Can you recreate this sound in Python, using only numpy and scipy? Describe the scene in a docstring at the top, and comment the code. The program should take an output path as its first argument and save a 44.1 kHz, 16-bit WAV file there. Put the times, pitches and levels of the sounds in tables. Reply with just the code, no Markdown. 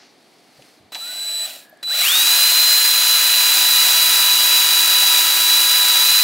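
"""A cordless die grinder beeps, crawls, stops, then whines at full speed, sanding an alloy wheel close by.
A sleeve rustles first. At half trigger the speed controller chops the current and the windings beep.
At full speed the cooling fan whines over rattling gears; the small disc rumbles on the wheel and the
motor sags as it is pressed down. Hands, trigger and gear slack knock, with a short workshop echo."""
import sys
import numpy as np
from scipy import signal
from scipy.fft import rfft, irfft, next_fast_len
from scipy.io import wavfile
from scipy.ndimage import map_coordinates

SR = 44100
rng = np.random.default_rng(int(sys.argv[2]) if len(sys.argv) > 2 else 0)


def persist_wave(psi):
    """Save psi, clipped to +-1, as 16-bit WAV."""
    counts = np.round(np.clip(psi, -1, 1) * 32767).astype(np.int16)
    wavfile.write(sys.argv[1], SR, np.atleast_2d(counts).T)


N = 274743
T = np.arange(N) / SR
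CRAWL_HZ, FREE_HZ = 42.96, 339  # motor turns per second

# current chopping per trigger pull: start_s, end_s, start_duty, end_duty, harmonic2_db, harmonic3_db
PULLS = [(0.919, 1.464, 0.05, 0.19, 0.5, -22), (1.827, 2.047, 0.08, 0.62, -18, -27)]
# tool and wheel resonances: centre_hz, width_hz, gain_db
RESONANCES = [(612, 48, 3.5), (757, 50, 8), (1296, 120, 5.5), (1550, 640, 6.5), (1940, 99, 3.5),
              (2490, 210, 9), (2864, 210, 7.5), (3310, 164, 5), (3837, 240, 5.5), (5710, 300, 3.5),
              (7370, 330, 5.5), (8670, 380, 2), (12000, 510, 3.5)]


def amp(db):
    """Decibels to gain."""
    return 10 ** (np.asarray(db) / 20)


def unit(x):
    """Scale to rms 1."""
    return x / np.sqrt(np.mean(x ** 2) + 1e-20)


def curve(rows):
    """A (time_s, value) table at every sample."""
    return np.interp(T, *np.transpose(rows))


def gate(start_s, end_s=np.inf):
    """1 between two times, with 3 ms edges."""
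    return np.clip(np.minimum(T - start_s, end_s - T) / .003, 0, 1)


def spectrum_db(points, hz):
    """A (freq_hz, level_db) table interpolated over log frequency."""
    freq_hz, level_db = np.transpose(points)
    return np.interp(np.log(hz + 1), np.log(freq_hz + 1), level_db)


def peaks_db(peaks, x):
    """Sum of resonance humps."""
    return sum(db / (1 + (2 * (x - centre) / width) ** 2) for centre, width, db in peaks)


def shaped(x, points, phase=1):
    """Filter by a spectrum table; phase=1j adds 90 degrees."""
    size = next_fast_len(N)
    gain = amp(spectrum_db(points, np.fft.rfftfreq(size, 1 / SR)))
    return irfft(phase * rfft(x, size) * gain, size)[:N]


def noise(points):
    """Steady coloured noise, rms 1."""
    return unit(shaped(rng.standard_normal(N), points))


def drift(rate_hz):
    """Smooth random wander, rms 1."""
    coarse = map_coordinates(rng.standard_normal(4096), [T[::32] * rate_hz + 3], order=3, mode="wrap")
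    return unit(coarse).repeat(32)[:N]


def tone(turns, order):
    """Sine at a multiple (order) of a rotation, rms 1."""
    return np.sqrt(2) * np.sin(2 * np.pi * (order * turns + rng.random()))


def powered():
    """1 while current flows: through the first pull, and from the second on."""
    return gate(*PULLS[0][:2]) + gate(PULLS[1][0])


def air(level_db):
    """Steady workshop background noise."""
    # background spectrum: freq_hz, density_db
    spectrum = [(15, -71), (25, -45), (140, -9), (274, 1), (537, -5), (782, -1.5), (895, -8.5), (1530, -14),
                (2300, -12), (2560, -15.5), (4040, -14), (4380, -11.5), (5580, -23), (10600, -27),
                (15500, -38)]
    return amp(level_db) * noise(spectrum)


def room(x, t60_s=.51):
    """Short, scattered workshop echo."""
    t = np.arange(SR // 3) / SR
    tail = rng.standard_normal(len(t)) * amp(-60 * t / t60_s) * (t > .003)
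    return signal.oaconvolve(x, tail / np.linalg.norm(tail))[:N]


def sleeve(grain_db=1.0):
    """Cloth slides in soft swells as the arms place the tool."""
    # cloth spectrum: freq_hz, density_db
    cloth = [(600, -23), (1200, -6), (2200, -2), (3200, -6), (4500, 0), (6000, -5), (8000, -20),
             (11000, -35)]
    # arm movements: peak_s, rise_s, fall_s, rub_db, fizz_db
    rustles = [(0.0, .05, 0.09, -52, -84), (0.36, 0.37, 0.38, -60, -67.5), (0.68, 0.16, 0.11, -58, -63)]
    rub = noise(cloth)
    fizz = noise([(3000, -40), (7500, 1), (10500, 0), (15500, -9)])
    out = np.zeros(N)
    for peak_s, rise_s, fall_s, rub_db, fizz_db in rustles:
        swell = np.exp(-((T - peak_s) / np.where(T < peak_s, rise_s, fall_s)) ** 2)
        out += swell * (amp(rub_db) * rub + amp(fizz_db) * fizz)
    return out * amp(grain_db * drift(121))


def wheel(ring_hz=1685, width_hz=60):
    """One narrow wheel resonance, rubbed by the resting disc."""
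    # ring envelope: time_s, level_db
    envelope = [(1.6, -64), (1.66, -55.5), (1.82, -58), (1.9, -72)]
    ring = signal.lfilter(*signal.iirpeak(ring_hz, ring_hz / width_hz, SR), rng.standard_normal(N))
    return gate(envelope[0][0], envelope[-1][0]) * amp(curve(envelope)) * unit(ring)


def knocks():
    """Short bursts ring in the tool and wheel."""
    # hand, trigger, gear slack and disc knocks: start_s, level_db, centre_hz, width_oct, t60_s
    hits = [(0.584, -53, 118, .4, .15), (0.593, -43.5, 560, 0.27, .08), (0.622, -44, 3800, 0.6, .045),
            (0.80, -54, 111, 0.36, .35), (0.921, -36.5, 3000, 2.3, 0.18), (0.947, -22.5, 4400, 0.49, .03),
            (0.952, -29.5, 3800, 1.4, 0.073), (0.956, -36, 850, .3, 0.11), (1.565, -43.5, 650, 0.16, 0.13),
            (1.696, -43, 12500, .12, .025), (1.727, -44, 665, 0.18, .08), (1.773, -52, 7500, .7, .015),
            (1.8293, -30, 7000, 1.8, 0.065), (5.371, -50, 160, 0.29, .4)]
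    out, t, hz = np.zeros(N), np.arange(8192) / SR, np.fft.rfftfreq(8192, 1 / SR)
    for start_s, level_db, centre_hz, width_oct, t60_s in hits:
        band = np.exp(-.5 * (np.log2((hz + 1) / centre_hz) / width_oct) ** 2)
        colour = band * amp(peaks_db(RESONANCES, hz)) / np.sqrt(hz + 100)
        burst = unit(irfft(rfft(rng.standard_normal(len(t))) * colour))
        out[round(start_s * SR):][:len(t)] += burst * amp(level_db - 60 * t / t60_s)
    return out


def disc(turns, gear_ratio=15, thud_db=-10):
    """The wobbling disc shakes the wheel while pressed down."""
    # rumble under pressure: time_s, level_db
    press = [(2.79, -75), (2.94, -59), (3.18, -60), (3.33, -62), (4.03, -52), (4.6, -57.5), (4.82, -54.5),
             (5.24, -57), (5.31, -65), (5.4, -62), (5.6, -64), (6.04, -59.5), (6.12, -83)]
    # disc wobble: spindle_order, gain_db
    partials = [(4, -19), (5, -1.5), (7, -7), (8, -14)]
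    wobble = sum(amp(db + drift(8)) * tone(turns / gear_ratio, k) for k, db in partials)
    thuds = amp(thud_db) * noise([(25, -22), (60, -14), (90, 9), (170, -17), (300, -25), (900, -70)])
    return gate(press[0][0], press[-1][0]) * amp(curve(press)) * (wobble + thuds)


def motor(crawl_lag_s=.034, creep_hz_per_s=35, coast_s=.24, ramp_hz_per_s=905,
          surge_s=.05, settle_s=.13, settle_share=.33, full_sag_hz=10, windup_load=.37):
    """Speed in Hz and load (0 free, about 1 pressed hard): crawl, coast to rest, ramp, surge, sag."""
    # full speed, sagging under disc pressure: time_s, speed_hz
    working = [(2.78, 339.0), (3.0, 335.5), (3.5, 333.1), (3.67, 331.2), (3.85, 331.4), (4.22, 329.1),
               (4.38, 330.1), (4.7, 328.7), (4.96, 329.3), (5.15, 328.3), (5.33, 329.9), (5.45, 328.9),
               (5.7, 330.1), (5.98, 328.1), (6.1, 333.1), (6.22, 333.6)]
    (start_s, release_s, *_), (restart_s, full_s, *_) = PULLS
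    held_s = np.clip(T - start_s, 0, release_s - start_s)
    coasting = np.clip(1 - (T - release_s) / coast_s, 0, 1)
    crawl_hz = (CRAWL_HZ + creep_hz_per_s * held_s) * (1 - np.exp(-held_s / crawl_lag_s)) * coasting
    ramp_hz = ramp_hz_per_s * np.clip(T - restart_s, 0, full_s - restart_s)
    since_s, working_hz = np.maximum(T - full_s, 0), curve(working)
    lag = (1 - settle_share) * np.exp(-since_s / surge_s) + settle_share * np.exp(-since_s / settle_s)
    speed_hz = crawl_hz + lag * ramp_hz + (1 - lag) * working_hz
    speeding_up = np.clip((working_hz - speed_hz) / full_sag_hz, 0, 1)
    return speed_hz, (FREE_HZ - working_hz) / full_sag_hz + windup_load * speeding_up


def teeth(speed_hz, turns, roughness=.43, slack_rad=.45, crawl_db=-49, windup_db=-32):
    """Driven teeth sing unevenly through the housing below full speed, loudest in the wind-up."""
    # tooth tones: motor_order, gain_db
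    partials = [(4, -8), (5, -10), (12, -15), (20, -6), (30, -3), (40, -6.5)]
    # gear housing radiation: freq_hz, gain_db
    housing = [(420, -30), (560, -9), (760, -12), (900, -7), (1180, -5), (1350, 5.5), (3000, -5),
               (4000, -6), (5000, -30)]
    fade = np.clip((speed_hz - 35) / 12, 0, 1) * np.clip((325 - speed_hz) / 25, 0, 1)
    level_db = np.interp(speed_hz, [60, 75], [crawl_db, windup_db])
    out = np.zeros(N)
    for k, db in partials:
        gain = amp(db + spectrum_db(housing, k * speed_hz)) * (1 + roughness * drift(70))
        out += gain * tone(turns + slack_rad * drift(120) / (2 * np.pi * k), k)
    return powered() * fade * amp(level_db) * out


def controller(speed_hz, chop_hz=3977, level_db=-19.5, coast_db=-43):
    """Chopped current makes the windings beep: loudest and harshest at half duty, faint coasting."""
    cycles = chop_hz * T
    out = amp(coast_db) * (speed_hz / CRAWL_HZ) ** 2 * gate(PULLS[0][1], PULLS[1][0]) * tone(cycles, 1)
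    for start_s, end_s, start_duty, end_duty, harmonic2_db, harmonic3_db in PULLS:
        drive = np.sin(np.pi * np.interp(T, [start_s, end_s], [start_duty, end_duty]))
        gains = [1, drive * amp(harmonic2_db), amp(harmonic3_db)]
        beep = sum(gain * tone(cycles, k) for k, gain in enumerate(gains, 1))
        out += gate(start_s, end_s) * drive * amp(level_db + drift(41.5)) * beep
    return out


def gears(speed_hz, turns, load, steady_db=-2, singing_db=-30, singing_order=41,
          resonance_hz=13900, width_hz=70):
    """Wavering motor and gear tones enter near full speed; one meets a resonance at free speed."""
    # load-independent tones: motor_order, level_db
    steady_tones = [(2, -47), (6, -39.5), (8.8, -36), (8.867, -35.5), (10, -42), (11, -34), (11.25, -39),
                    (11.667, -41), (11.8, -40.5), (14.6, -43), (14.667, -42), (17.667, -35.5), (26, -42),
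                    (27, -55), (29, -39.5), (30.75, -33.5), (36.75, -33), (42, -33), (46, -45)]
    # load-dependent tones: motor_order, free_db, pressed_db
    load_tones = [(0.999, -51.5, -47), (2.99, -45, -36.5), (3.992, -55, -40), (4.995, -37, -40),
                  (14.98, -49, -32), (19.94, -31, -33), (24.17, -32, -45), (30, -32.5, -31),
                  (35.1, -51, -38), (43.3, -44, -42)]
    steady = sum(amp(db + 1.5 * drift(6)) * tone(turns, k) for k, db in steady_tones)
    loaded = sum(amp(free_db + (pressed_db - free_db) * load + .8 * drift(5)) * tone(turns, k)
                 for k, free_db, pressed_db in load_tones)
    detune = 2 * (singing_order * speed_hz - resonance_hz) / width_hz
    singing = tone(turns, singing_order) / np.hypot(1, detune)
    fade = np.clip((speed_hz - 290) / 30, 0, 1)
    return fade * (amp(steady_db) * steady + loaded + amp(singing_db) * singing)


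def rattle(speed_hz, turns, throb=.031, grit_db=1.04, level_db=-20, stall_db=-47, full_hz=205):
    """Gear and disc noise rings in tool and wheel, grows and brightens with speed, throbs each turn."""
    # noise spectra, crawling and at full speed: freq_hz, density_db
    crawl_spectrum = [(40, -53), (100, -25), (200, -36), (400, -31), (600, 0), (1100, -12), (2000, -7.5),
                      (3200, -2.5), (4400, 1.5), (6000, -5.5), (8000, -2.5), (11000, -3), (13000, -4),
                      (15500, -3.5)]
    fast_spectrum = [(40, -62), (100, -70), (200, -30.5), (400, -20.5), (600, -16.5), (1100, -13),
                     (2000, -8), (3200, -5.5), (4400, -2.5), (6000, -5.5), (8000, -4.5), (11000, -5),
                     (13000, -3), (15500, -1.5)]
    # noise skirts from uneven meshing: motor_order, width_orders, gain_db
    skirts = [(2.83, .35, 8.5), (11.93, .6, 5.5), (14.66, .55, 9.5), (19.95, .45, 6.5), (29.25, .8, 3)]
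    hz = np.fft.rfftfreq(1024, 1 / SR)[:, None]
    beats = sum(tone(turns, k) for k in (1, 2, 3, 4, 5, 6, 8, 11, 13))
    grains = rng.standard_normal(N) * (1 + throb * beats) * amp(grit_db * drift(500))
    frames = signal.stft(grains, nperseg=1024, noverlap=768)[2]
    rate_hz = np.interp(np.arange(frames.shape[1]) * 256, np.arange(N), speed_hz) + 1
    fast = np.clip((rate_hz - 60) / 200, 0, 1)
    base_db = (1 - fast) * spectrum_db(crawl_spectrum, hz) + fast * spectrum_db(fast_spectrum, hz)
    meshing_db = np.clip((rate_hz - 280) / 45, 0, 1) * peaks_db(skirts, hz / rate_hz)
    colour = amp(base_db + meshing_db + peaks_db(RESONANCES, hz))
    treble = (hz[:, 0] > 8300) & (hz[:, 0] < 15500)  # level_db and stall_db refer to this band
    colour /= np.sqrt((colour[treble] ** 2).sum(0) / len(hz))
    gain = amp(level_db + .5 * drift(6)) * np.clip(speed_hz / full_hz, 0, 1) ** 1.627
    gain = np.maximum(gain, amp(stall_db) * powered())
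    return gain * signal.istft(frames * colour, nperseg=1024, noverlap=768)[1][:N] / np.std(grains)


def fan(speed_hz, turns, load, blades=12, level_db=-16, load_db=-1, flutter=.028, wander_rad=.44):
    """The cooling fan's blade-passing tone grows with speed; under load it eases and wanders in phase."""
    spin = np.clip((speed_hz - 160) / 55, 0, 1) * speed_hz / FREE_HZ
    jitter_turns = (flutter * drift(110) + wander_rad * load * drift(35)) / (2 * np.pi * blades)
    gain = amp(level_db + load_db * load + 1.18 * drift(16))
    return gain * spin * (1 + flutter * drift(110)) * tone(turns + jitter_turns, blades)


def scene(wet_db=-17, side_wet_db=-31, air_db=-55, hunt_hz=.06, balance_db=.17):
    """The tool, close and nearly central, with a little room around it."""
    # faint stereo width, strongest in the low mids: freq_hz, gain_db
    width = [(60, -33), (150, -68), (500, -15.5), (1200, -43), (2800, -67), (15000, -86)]
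    speed_hz, load = motor()
    turns = np.cumsum(speed_hz + hunt_hz * load * drift(15)) / SR
    noises = rattle(speed_hz, turns) + knocks() + sleeve() + wheel()
    tones = fan(speed_hz, turns, load) + gears(speed_hz, turns, load) + teeth(speed_hz, turns)
    tones += controller(speed_hz) + disc(turns)
    mid = noises + tones + amp(wet_db) * room(noises) + air(air_db)
    side = shaped(mid, width, phase=1j) + amp(side_wet_db) * room(noises) + air(air_db - 10)
    return np.array([amp(balance_db) * (mid + side), amp(-balance_db) * (mid - side)])


def record(dry, ceiling=.98, low_hz=60, high_hz=15790):
    """Round off the highest peaks, cut the deep bass, limit the band."""
    rounded = dry / (1 + (dry / ceiling) ** 8) ** (1 / 8)
    bass_cut = signal.sosfilt(signal.butter(3, low_hz, "high", fs=SR, output="sos"), rounded)
    lowpass = signal.firwin(1023, high_hz, window=("kaiser", 9), fs=SR)
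    return signal.oaconvolve(bass_cut, lowpass[None], "same")


dry = scene()
out = record(dry)
persist_wave(out)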